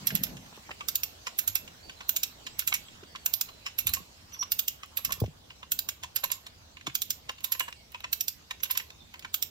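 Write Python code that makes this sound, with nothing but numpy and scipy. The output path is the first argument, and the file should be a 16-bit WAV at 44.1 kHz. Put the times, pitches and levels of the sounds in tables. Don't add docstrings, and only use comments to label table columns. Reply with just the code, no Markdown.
import sys
import numpy as np
from scipy import signal
from scipy.fft import rfft, irfft
from scipy.io import wavfile
from scipy.ndimage import uniform_filter1d

SR = 44100
rng = np.random.default_rng(int(sys.argv[2]) if len(sys.argv) > 2 else 0)


def boost_factor(decibels):
    exponent = np.asarray(decibels, float) / 20
    return 10 ** exponent


def generate_wav(signal):
    frames = np.transpose(np.atleast_2d(signal))
    scaled = np.clip(frames, -1, 1) * 32767
    pcm = np.round(scaled).astype(np.int16)
    wavfile.write(sys.argv[1], SR, pcm)


N = 418943

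# time in seconds, pawl ring peak in dB, tooth contact in ms, frame peak in dB,
# loudest frame mode in Hz.
DRIVE_PAWL_DROPS = [(0.8858, -19.5, 5.8, -17, 5400), (0.9556, -15, 3, -17, 5400),
                    (1.0346, -19, 4.0, -18.5, 5600), (2.0926, -12.5, 3.5, -17.5, 2770),
                    (2.1638, -18, 8.9, -16.5, 7160), (2.2332, -18, 4.4, -15.5, 5620),
                    (3.2608, -14, 2.6, -16.5, 5840), (3.3381, -13.5, 2.1, -17.5, 5073),
                    (3.4117, -17.5, 3.95, -16, 5400), (4.5193, -15, 3.9, -17, 4878),
                    (4.5914, -15.5, 6.6, -16, 5000), (4.6807, -18.5, 5.3, -17, 5230),
                    (5.7197, -15, 4.2, -17, 6100), (5.7904, -18, 4.3, -17.5, 4600),
                    (5.8886, -23.5, 4.624, -19.5, 5770), (6.9518, -17, 3.4, -17, 4957),
                    (7.0194, -19, 3.5, -18, 3500), (7.1048, -19, 7.595, -17, 5100),
                    (8.1292, -15, 4.9, -18, 4100), (8.208, -17, 4.7, -19, 5600),
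                    (8.2813, -20, 7.0, -17.5, 5230), (9.3423, -17, 4.1, -17.5, 3340),
                    (9.4253, -17.5, 3.654, -17, 5400)]
HOLD_PAWL_DROPS = [(0.0705, -13.5, 4, -19.5, 5400), (0.1523, -14, 2.3, -21, 5300),
                   (0.2358, -16.5, 2.41, -21.5, 5400), (1.388, -14.5, 4.0, -20, 5514),
                   (1.4769, -15, 2.8, -20.5, 7100), (1.5542, -14.5, 2.615, -18.5, 5592),
                   (2.5929, -18, 2.9, -20.5, 5450), (2.6752, -16, 1.8, -19, 2740),
                   (2.7405, -17.5, 1.51, -18, 5600), (3.7864, -16.5, 7.2, -20, 5650),
                   (3.8698, -15, 4, -17.5, 3700), (3.9376, -17, 3.9, -17.5, 5550),
                   (4.9718, -18, 4, -22, 3600), (5.049, -17.5, 2.4, -20.5, 5340),
                   (5.1218, -20, 4.8, -20, 5350), (6.1603, -16, 3.5, -20.5, 5330),
                   (6.2398, -17.5, 2.8, -23, 6996), (6.317, -18, 2.3, -19, 5100),
                   (7.4425, -20, 5.5, -21, 3730), (7.5208, -15, 4.8, -19.5, 5166),
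                   (7.596, -19, 3.7, -21.5, 4052), (8.6332, -17.5, 5.5, -20.5, 3300),
                   (8.7094, -17, 4.4, -21.5, 5150), (8.7733, -17, 6.4, -18.5, 5657)]
HOUSING_DB = [-30, -42, -38.5, -30, -31.5, -33, -30, -40, -31.5, -30, -37, -44, -34, -37, -29, -31.5, -38,
              -34, -33, -43, -37, -30.5, -37]

# pitch in Hz, width in Hz, level in dB.
DRIVE_PAWL_MODES = [(11700, 900, -27), (13140, 540, -0.5), (13520, 460, 4), (14400, 530, -4),
                    (15300, 600, -12)]
HOLD_PAWL_MODES = [(10200, 700, -19), (11800, 390, -10), (12540, 240, 2.5), (13200, 580, -30),
                   (15600, 930, -20.5)]
FRAME_MODES = [(1550, 470, -8), (2195, 103, -10), (2650, 990, 1), (2680, 70, 3.5), (3740, 1260, 0),
               (5100, 130, 0.5), (5900, 800, -0.5), (6880, 570, 3), (7480, 840, 0.5), (11000, 17500, -8)]
HOUSING_MODES = [(900, 390, -16), (1200, 210, -7.5), (1560, 285, 1), (2180, 260, -1)]
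CLACK_MODES = [(1550, 155, -3), (2100, 780, -1.5), (2800, 980, 3.5), (3550, 2240, -5.5), (4500, 2100, -14),
               (5400, 348.6, -3), (6800, 1700, -5), (12200, 6100, -19)]
TUBE_MODES = [(515, 62, -15.5), (680, 390, -16.5), (1430, 570, -16)]
LINK_MODES = [(3800, 2500, 2.5), (6570, 2000, -1), (10000, 930, -5), (11726, 900, -4.5), (13196, 1636, 6),
              (15813, 2950, 2)]

# time in seconds, clack peak in dB, handle tube ring in dB, loudest clack mode in Hz,
# chatter t60 in seconds.
SOFT_STOPS = [(.1075, -32, -56, 5200, .03), (.7126, -32, -40, 2279, .02), (.8075, -31, -34.5, 2304, 0.036),
              (2.0065, -35, -39.5, 2575, 0.058), (2.6214, -35.5, -50.5, 1842, .03),
              (2.7215, -30, -32, 1410, 0.025), (3.1571, -31, -39.5, 3430, 0.026),
              (5.0908, -54.5, -34, 1550, 0.071), (5.5034, -39.5, -45.5, 2568, 0.046),
              (5.6294, -35.5, -38.5, 3420, 0.019), (6.7696, -37.5, -47, 1951, .026),
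              (6.8107, -40, -56, 2810, .016), (7.549, -33, -38, 1841, 0.032),
              (7.6035, -23, -28.5, 2920, 0.046), (7.6807, -34, -33, 1874, 0.043),
              (7.9225, -48, -64.5, 4014, .03), (7.9451, -30.5, -34, 2570, 0.045),
              (8.0041, -40.5, -47, 3800, .0125), (8.0412, -27, -34, 3430, 0.035),
              (8.7003, -31, -36, 5174, 0.056), (8.7983, -30, -42, 1970, 0.065),
              (9.1394, -36.5, -43.5, 2750, 0.041), (9.2477, -29, -36, 1560, 0.039)]
HARD_STOPS = [(1.2689, -24.5, -30, 5207, 0.058), (3.4875, -38.5, -44, 4100, 0.061),
              (3.6632, -24.5, -35.5, 5420, 0.068), (3.9679, -35, -34.5, 3967, 0.027),
              (4.4255, -30.5, -31.5, 3400, .05), (4.8324, -33, -38.5, 1349, 0.054),
              (4.9885, -45, -41.5, 3550, .033), (5.1057, -33, -31.5, 3950, 0.038),
              (6.0339, -29, -33.5, 3413, 0.069), (6.2368, -24.5, -27.5, 4200, 0.042),
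              (6.3015, -32, -36, 3988, 0.036), (6.465, -34.5, -44.5, 3920, 0.046),
              (6.8685, -23.5, -28.5, 3530, 0.042), (7.2925, -24.5, -31, 3670, 0.049),
              (8.5089, -24.5, -29, 3610, 0.029), (8.753, -33, -34.5, 3559, 0.07),
              (8.9031, -38, -53, 3640, 0.01)]
DULL_CRACKS = [
    (.1035, -29, -52, 1770, 0.025),
    (.7075, -41, -53, 1800, 0.017),
    (2.7255, -17.5, -36, 2030, 0.013),
    (3.035, -44, -50.5, 5200, .02),
    (6.897, -39, -51, 2400, .03),
    (7.607, -26, -41, 1810, 0.027),
    (3.1495, -39, -37, 1410, .02),
    (4.364, -50, -50, 2000, .02),
    (9.157, -48, -50, 2000, .015),
]
# time in seconds, clack peak in dB, loudest clack mode in Hz,
# chatter t60 in seconds.
HOOK_TICKS = [(0.2672, -38.5, 1700, 0.041), (0.369, -39, 3255, 0.037), (0.4611, -47.5, 1900, 0.0519),
              (0.5592, -48, 3000, 0.0555), (1.677, -36.5, 2570, 0.039), (1.8954, -34, 2650, 0.034),
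              (2.4666, -28, 2600, 0.054), (2.884, -41.5, 3370, 0.017), (3.891, -28.5, 4020, 0.04),
              (4.3202, -44, 2860, 0.042), (4.3437, -39, 3537, 0.051), (5.2383, -45.5, 6000, 0.077),
              (5.2602, -41.5, 3480, 0.023), (7.381, -43.5, 4200, 0.0517), (7.405, -46, 3900, 0.06),
              (7.726, -34.5, 3870, 0.013), (8.602, -42, 6300, 0.058), (8.654, -35.5, 3580, 0.06),
              (9.1551, -52, 4300, 0.053), (9.2241, -42, 1100, 0.05415)]
# time in seconds, peak in dB,
# tilt in dB per octave, chatter t60 in seconds.
LINK_SNAPS = [(0.3692, -41, -10, .012), (.565, -49, 0, .012), (4.86, -47, 9.5, .015),
              (5.202, -26, 3.5, 0.037), (5.239, -49, 1, .012), (7.315, -46, 5, .025),
              (7.4055, -42, 3, .025), (7.682, -45, 5, .02), (7.705, -47, 5, .015), (7.9185, -43, 7, .04),
              (7.944, -52, 8.5, .03), (8.004, -42, -0.597, .012), (9.139, -47, 2.2, 0.027),
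              (9.1935, -36, -4, 0.019), (4.432, -36, -5, .02)]
# start in seconds, end in seconds, level in dB,
# pitch in Hz.
TUBE_HUMS = [
    (3.866, 4.067, -57.5, 1128),
    (4.961, 5.285, -60, 1100),
    (6.229, 6.43, -61, 1050),
    (7.381, 7.716, -59, 1033),
    (8.598, 8.906, -64, 1030),
]
# time in seconds, tube pitch in Hz.
TUBE_PITCH = [(0, 1250), (1.3, 1093), (2.3, 1033), (5.1, 1108), (5.5, 1043), (9.5, 1015)]
# time in seconds, then its lines as pitch in Hz,
# peak in dB, t60 in seconds.
CHIMES = [
    (3.892, [(4100, -33, 0.13), (8660, -27.5, .03), (10080, -26, .03), (15000, -20, .03)]),
    (7.607, [(2871, -31, 0.18), (2850, -58, 1.3), (7820, -43.5, 0.54)]),
]
# peak time in seconds, pitch in Hz, level in dB,
# octave in dB relative to it, seconds from the peak to 20 dB down.
CABLE_SLIPS = [
    (4.342, 5880, -39.5, -9.5, .018),
    (4.36, 5900, -49, -16, .007),
    (4.38, 5700, -56, -11, 0.07),
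    (4.3976, 5740, -30.5, -22, .0085),
    (4.4178, 5740, -23.5, -28, .0135),
    (4.434, 5430, -41, -21, .008),
    (4.445, 5800, -52, -10, .01),
    (4.478, 5700, -57, -10, .01),
    (4.494, 5720, -59, -12, .012),
]

# time in seconds, peak in dB, pitch in Hz, soil slap in dB, slap top in Hz.
THUMPS = [(.122, -27, 163, -36, 900), (.144, -28, 187, -50, 500), (.525, -54, 111, -38.5, 1500),
          (0.574, -44, 200, -36.5, 1321), (0.691, -42, 97, -29.5, 1700), (0.707, -58.5, 90, -29, 2100),
          (3.029, -49.5, 287.8, -35, 556), (3.854, -29.5, 85, -47, 402.5), (4.001, -36, 170, -43, 394),
          (1.49, -39, 64.5, -42, 400), (5.175, -41, 149, -43, 500), (5.2176, -9.5, 102.2, -21.5, 750),
          (5.238, -19.5, 78.4, -23.5, 756), (5.277, -30, 150, -44, 700), (6.873, -31, 131, -26, 370)]
# time in seconds, peak in dB, pitch in Hz, t60 in seconds.
STONE_RAPS = [
    (.1445, -26, 164, 0.1),
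    (5.2165, -26.5, 760, .015),
    (5.2385, -28, 650, .018),
    (3.028, -42, 394, 0.03),
    (5.2167, -17.5, 480, 0.018),
    (5.2382, -36, 370, 0.015),
    (6.876, -35.5, 304, 0.045),
    (5.224, -29, 307, 0.036),
]
# peak time in seconds, deep level in dB, upper level in dB,
# build-up in seconds, settling in seconds for 20 dB.
LURCHES = [
    (.15, -49, -32.5, 0.059, 0.01),
    (.22, -50, -39.5, 0.12, 0.2),
    (.31, -50, -41, .1, 0.22),
    (.36, -51, -45.5, .05, 0.24),
    (.03, -55, -44.5, .2, 0.4),
    (1.5, -43, -66, 0.053, 0.08),
    (3.91, -42, -50.5, 0.15, 0.17),
    (5.081, -45, -50, 0.082, 0.17),
    (5.242, -49, -35, 0.033, 0.03),
    (6.88, -60, -63.5, 0.056, 1.3),
]

# start in seconds, length in
# seconds, first pitch in Hz, last pitch in Hz, level in dB.
BIRD_CALLS = [(1.826, 0.097, 4520, 4600, -53.5), (1.96, .13, 4120, 4180, -57.5),
              (2.183, .06, 4800, 4900, -57), (3.051, 0.23, 4640, 4380, -62),
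              (3.443, 0.21, 4090, 3970, -59.5), (2.486, 0.097, 7500, 8000, -60),
              (2.858, 0.11, 7900, 6915, -62), (7.745, 0.114, 2300, 2130, -66),
              (8.912, 0.058, 3660, 3680, -61), (9.002, 0.06, 3570, 3620, -58.5),
              (9.07, .05, 3620, 3560, -67)]
# frequency in Hz, t60 in seconds.
TREE_T60 = [(300, 0.37), (1000, 0.132), (3000, 0.31), (8000, 0.21), (14000, 0.23)]
# frequency in Hz, level in dB per Hz.
AIR_SPECTRUM = [(25, -19), (40, -6), (65, -26), (100, -6), (200, -10), (400, -13.5), (1000, -15.5),
                (1800, -20), (4000, -16.5), (7600, -23), (9200, -33), (13000, -29.5), (15600, -32),
                (16400, -33)]
# time in seconds, level in dB.
AIR_LEVEL = [(0.0, -40.5), (0.4, -44.5), (5.16, -50), (5.24, -52), (9.31, -52), (9.5, -54.5)]
# frequency in Hz, left-right likeness from -1 to 1.
PORT_LIKENESS = [(60, 0.65), (150, 0.89), (380, 0.14), (950, -0.098), (2380, -0.39), (5980, -0.039),
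                 (15000, -0.091)]
# frequency in Hz, level in dB.
FAR_PORT_SHADE = [(1200, -0.5), (2500, 1.5), (5600, -2), (9000, 2.5), (12500, 0)]

LEFT_LAG = 9
ALIKE = 0.72
FRAME_PAN_DB, KNOCK_PAN_DB = -4, -3
LEAD_S = 0.02
RING_LAG_S = 0.0007
DETUNE = 0.015
SCATTER_DB = 1.4
SMALL_MODES_DB = 2.1
PORT_DIP_HZ, PORT_DIP_WIDTH_HZ, PORT_DIP_DB = 9380, 1500, -4.5
TUBE_FREE_HZ, TUBE_HELD_HZ = 115, 200


def evened(x):
    return x / np.sqrt(np.mean(x ** 2) + 1e-20)


def read(points, hz):
    f, value = np.transpose(points)
    return np.interp(np.log(hz + 1), np.log(f + 1), value)


def smooth_twice(x, size):
    return uniform_filter1d(uniform_filter1d(x, size), size)


def band(x, low_hz, high_hz):
    sos = signal.butter(N=2, Wn=[low_hz, high_hz], btype="band", fs=SR, output="sos")
    return signal.sosfilt(sos, x)


def add(mix, s, sound):
    part = mix[:, round(s * SR):][:, :sound.shape[-1]]
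    part += sound[..., :part.shape[1]]


def ports(pan_db):
    return boost_factor([[pan_db / 2], [-pan_db / 2]])


def at_ports(size, strike=0):
    near, other = rng.standard_normal((2, len(size)))
    far = ALIKE * near + np.sqrt(1 - ALIKE ** 2) * other
    return np.array([np.roll(strike + size * far, LEFT_LAG), strike + size * near])


def ring(drive, modes, detune, low_hz, tilt_db=0, order=1):
    hz = np.fft.rfftfreq(drive.shape[1], 1 / SR)
    power = 0
    for f, width, db in modes:
        shift, luck = rng.standard_normal(2)
        peak = boost_factor(db + tilt_db * np.log2(f / 3000) + SCATTER_DB * luck) ** 2
        power = power + peak / (1 + (2 * (hz - f * (1 + detune * shift)) / width) ** 2) ** order
    power = power * boost_factor(2 * SMALL_MODES_DB * evened(smooth_twice(rng.standard_normal(len(hz)), 9)))
    power = power / (1 + (low_hz / (hz + 1)) ** 8)
    power = power * boost_factor(2 * PORT_DIP_DB * np.exp(-((hz - PORT_DIP_HZ) / PORT_DIP_WIDTH_HZ) ** 2))
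    cepstrum = irfft(np.log(power + 1e-12))
    cepstrum[0] = cepstrum[0] / 2
    cepstrum[len(hz) - 1:] = 0
    out = irfft(rfft(drive) * np.exp(rfft(cepstrum)) * boost_factor([read(FAR_PORT_SHADE, hz), 0 * hz]))
    return out / (2.6 * np.sqrt(uniform_filter1d(out[1] ** 2, size=260).max()))


def seating(contact_s, level_db, t60, bounce_s, bounce_db):
    t = np.arange(4096) / SR - LEAD_S
    after = np.maximum(t, 0)
    free = np.maximum(t - contact_s, 0)
    contact = boost_factor(-9000 * free - 150 * after) + 0.42 * np.exp(-after / 0.00035)
    bounce = boost_factor(bounce_db) * np.exp(-((free - bounce_s) / 0.0032) ** 2)
    settling = boost_factor(level_db - 60 * free / t60) + bounce
    size = np.where(t < 0, boost_factor(-11.5 + 2000 * t), contact + settling)
    lumps = evened(uniform_filter1d(rng.standard_normal(len(t)), size=45))
    return at_ports(size * boost_factor(2.8 * lumps))


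def rattle(t60, scrape_db, lumps_db=3.5, hardness=1.0, tail_db=-1.0):
    t = np.arange(4096) / SR - LEAD_S
    after = np.maximum(t, 0)
    scrape = boost_factor(scrape_db + 2470 * np.minimum(t, 0)) * (t < 0)
    chatter = boost_factor(-60 * after / max(t60, .005)) + boost_factor(tail_db - 60 * after / 0.04)
    drop = (1 - np.exp(-after / 0.0014)) * chatter
    crack = hardness * np.exp(-after / 0.00055) * (t >= 0)
    lumps = evened(uniform_filter1d(rng.standard_normal(len(t)), 45))
    strike = 4.9 * hardness * np.sinc((t - 0.0016) * SR)
    return at_ports((scrape + drop + crack) * boost_factor(lumps_db * lumps), strike)


def pawl(drops, modes, pan_db, chatter_t60, frame_low_hz, settles):
    out = np.zeros((2, N))
    for s, ring_db, contact_ms, frame_db, hz in drops:
        seat = seating(contact_ms / 1000 - RING_LAG_S, *settles)
        high = boost_factor(ring_db + 0.5) * ring(seat, modes, DETUNE / 5, 10400, order=1.3)
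        blow = rattle(chatter_t60, -11.5, 2.94, 1.6)
        low = ring(blow, FRAME_MODES + [(hz, 600, 2.5)], DETUNE, frame_low_hz, order=1.4)
        low = boost_factor(frame_db - 0.25) * low
        add(out, s - RING_LAG_S - LEAD_S, high * ports(pan_db) + low * ports(FRAME_PAN_DB))
    return out


def pawls():
    drive = pawl(DRIVE_PAWL_DROPS, DRIVE_PAWL_MODES, pan_db=-8, chatter_t60=0.036,
                 frame_low_hz=2640, settles=(-4.5, .055, -3.8, -16))
    hold = pawl(HOLD_PAWL_DROPS, HOLD_PAWL_MODES, pan_db=-10.5, chatter_t60=0.09,
                frame_low_hz=990, settles=(-5.5, 0.04, -1.3, -8))
    return drive + hold


def housing():
    out = np.zeros((2, N))
    for row, db in zip(DRIVE_PAWL_DROPS, HOUSING_DB):
        knock = ring(rattle(0.019, -18, 1.2, 2.2, -10.0), HOUSING_MODES, DETUNE, 610, order=2)
        add(out, row[0] - LEAD_S, boost_factor(db) * knock * ports(KNOCK_PAN_DB))
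    return out


def knocks():
    out = np.zeros((2, N))
    hook = [(s, db, db - 15, hz, t60) for s, db, hz, t60 in HOOK_TICKS]
    groups = ((SOFT_STOPS, -3.5, -7.0), (HARD_STOPS, 1.2, -7.0), (hook, -0.1, -7.0),
              (DULL_CRACKS, -5, -20))
    for rows, tilt_db, tail_db in groups:
        for s, clack_db, tube_db, hz, t60 in rows:
            blow = rattle(t60, -20 + 220 * t60, 2.36, 0.89, tail_db)
            clack = ring(blow, CLACK_MODES + [(hz, 500, 4.0)], DETUNE, 870, tilt_db, order=2)
            tube_hz = np.interp(s, *np.transpose(TUBE_PITCH))
            loaded = any(row[0] < s < row[1] for row in TUBE_HUMS)
            width = TUBE_FREE_HZ if loaded else TUBE_HELD_HZ
            tube = ring(blow, TUBE_MODES + [(tube_hz, width, 1.5)], DETUNE, 190, order=2)
            both = boost_factor(clack_db + 2.5) * clack + boost_factor(tube_db + 1.5) * tube
            add(out, s - LEAD_S, both * ports(KNOCK_PAN_DB))
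    return out


def link_snaps():
    out = np.zeros((2, N))
    for s, db, tilt_db, t60 in LINK_SNAPS:
        snap = ring(rattle(t60, -24, 3.5, 0.97, -22.0), LINK_MODES, DETUNE, 1412, tilt_db)
        add(out, s - LEAD_S, boost_factor(db) * snap * ports(-6.5))
    return out


def tube_hums():
    out = np.zeros((2, N))
    for start, end, db, hz in TUBE_HUMS:
        rub = rng.standard_normal(round((end - start) * SR))
        hum = boost_factor(db) * evened(band(rub, hz - 45, hz + 45)) * signal.windows.tukey(len(rub), .6)
        add(out, start, np.array([np.roll(hum, LEFT_LAG), hum]) * ports(KNOCK_PAN_DB))
    return out


def chimes():
    out = np.zeros((2, N))
    t = np.arange(SR // 2) / SR
    for s, modes in CHIMES:
        tone = sum(boost_factor(db - 60 * t / t60) * np.sin(2 * np.pi * hz * t) for hz, db, t60 in modes)
        add(out, s, np.array([0.34 * np.roll(tone, LEFT_LAG), tone]) * np.minimum(t / 0.0018, 1))
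    return out


def whistle(rows, waver_db, wander, size):
    s, *columns = np.transpose(rows)
    t = np.arange(s[0], s[-1], 1 / SR)
    hz, *levels = (np.interp(t, s, c) for c in columns)
    waver = evened(smooth_twice(rng.standard_normal(len(t)), size))
    turns = np.cumsum(hz * (1 + wander * np.roll(waver, 2000))) / SR
    tone = 0
    for harmonic, db in enumerate(levels, 1):
        tone = tone + boost_factor(db + waver_db * waver) * np.sin(2 * np.pi * harmonic * turns)
    return s[0], tone * signal.windows.tukey(len(t), .1)


def cable_squeaks():
    out = np.zeros((2, N))
    for s, hz, db, octave_db, half_s in CABLE_SLIPS:
        u = np.linspace(-1.4, 1.4, num=25) * half_s
        level_db = db - 20 * (u / half_s) ** 2
        sag_hz = hz - 3000 * u
        rows = np.transpose([s + u, sag_hz, level_db, level_db + octave_db])
        start, tone = whistle(rows, 0.8, .003, size=60)
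        add(out, start, tone * ports(-5.5))
    return out


def rock_thumps():
    out = np.zeros((2, N))
    t = np.arange(SR // 5) / SR
    for s, db, hz, slap_db, top_hz in THUMPS:
        sag = hz * (t + 0.0102 * (1 - np.exp(-t / 0.002)))
        push = boost_factor(db - 60 * t / 0.0893) * (1 - np.exp(-t / 0.0082)) * np.sin(2 * np.pi * sag)
        soil = evened(band(band(rng.standard_normal(len(t)), 200.0, top_hz), 200.0, top_hz))
        slap = boost_factor(slap_db - 60 * t / 0.025) * (1 - np.exp(-t / 0.0022)) * soil
        add(out, s, np.array([np.roll(push, 30) + slap, push + np.roll(slap, 6)]) * ports(-.7))
    for s, db, hz, t60 in STONE_RAPS:
        size = boost_factor(db - 60 * t / t60) * (1 - np.exp(-t / 0.0015))
        add(out, s, size * np.sin(2 * np.pi * hz * t))
    return out


def rock_grind():
    out = np.zeros((2, N))
    time = np.arange(N) / SR
    deep, upper = boost_factor(-59.5), boost_factor(-68.5)
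    for s, deep_db, upper_db, build_s, settle_s in LURCHES:
        lurch = boost_factor(-20 * np.maximum((s - time) / build_s, (time - s) / settle_s))
        deep = np.maximum(deep, boost_factor(deep_db) * lurch)
        upper = np.maximum(upper, boost_factor(upper_db) * lurch)
    grit = boost_factor(-16.5) * upper
    common, left, right = rng.standard_normal((3, N))
    noise = common + 0.33 * np.array([left, right])
    for size, low_hz, high_hz in (deep, 50, 105), (upper, 115, 270), (grit, 340, 760):
        rumble = evened(band(band(noise, low_hz, high_hz), low_hz, high_hz))
        out += size * boost_factor(-2.5) * rumble
    return out


def birds():
    out = np.zeros((2, N))
    for s, length, first_hz, last_hz, db in BIRD_CALLS:
        rows = [(s, first_hz, db), (s + length, last_hz, db - 4.5)]
        start, tone = whistle(rows, 4.0, .008, size=170)
        add(out, start, tone * ports(-8.0))
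    return out


def trees(x):
    out = np.zeros((2, N))
    size = SR // 2
    turn = np.arange(N) / SR * 5.3
    for k in range(3):
        taps = np.zeros((2, size))
        at = np.arange(260, size - 20, 10) + rng.integers(0, 10, (2, (size - 271) // 10))
        np.put_along_axis(taps, at, rng.choice([-1., 1.], at.shape), 1)
        hz, t, z = signal.stft(taps, SR, nperseg=256)
        decay = boost_factor(-60 * t / read(TREE_T60, hz)[:, None])
        tail = signal.istft(z * decay, SR, nperseg=256)[1]
        share = np.sqrt(2 / 3) * np.cos(np.pi * (turn + k / 3))
        out += signal.oaconvolve(x * share, tail / np.linalg.norm(tail[0]), axes=1)[:, :N]
    return out


def air():
    frames, hz = N // 256 + 5, np.fft.rfftfreq(1024, 1 / SR)
    a, b, c, d, patches = rng.standard_normal((frames, 513, 5)).T
    patches = evened(uniform_filter1d(uniform_filter1d(patches, 14, 0), 10, 1))
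    same = np.clip(read(PORT_LIKENESS, hz), -1, 1)[:, None]
    left = a + 1j * b
    right = same * left + np.sqrt(1 - same ** 2) * (c + 1j * d)
    z = np.array([left, right]) * boost_factor(read(AIR_SPECTRUM, hz)[:, None] + 2.73 * patches)
    s, level_db = np.transpose(AIR_LEVEL)
    swell_db = np.interp(np.arange(frames) * 256 / SR, s, level_db)
    follows = read([(150, 0.4), (600, 0.76), (6000, 0.75), (12000, 0.79)], hz)[:, None]
    rms = np.sqrt(np.mean(abs(signal.istft(z, nperseg=1024, noverlap=768)[1]) ** 2))
    z *= boost_factor(follows * (swell_db + 57.5) - 61.0) / rms
    return signal.istft(z, nperseg=1024, noverlap=768)[1][:, :N] * ports(-1.8)


def scene():
    winch = pawls() + housing() + knocks() + link_snaps() + tube_hums() + chimes() + cable_squeaks()
    echoing = winch + birds()
    return echoing + boost_factor(-13.5) * trees(echoing) + rock_thumps() + rock_grind() + air()


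def top_cut(x):
    return signal.sosfilt(signal.butter(12, 16960, fs=SR, output="sos"), x)


def record(dry):
    edge = signal.firwin(127, 15850, window=("kaiser", 3), fs=SR)
    mix = signal.oaconvolve(dry, edge[None], "same") + boost_factor(-35.5) * dry
    return top_cut(mix)


dry = scene()
out = record(dry)
generate_wav(out)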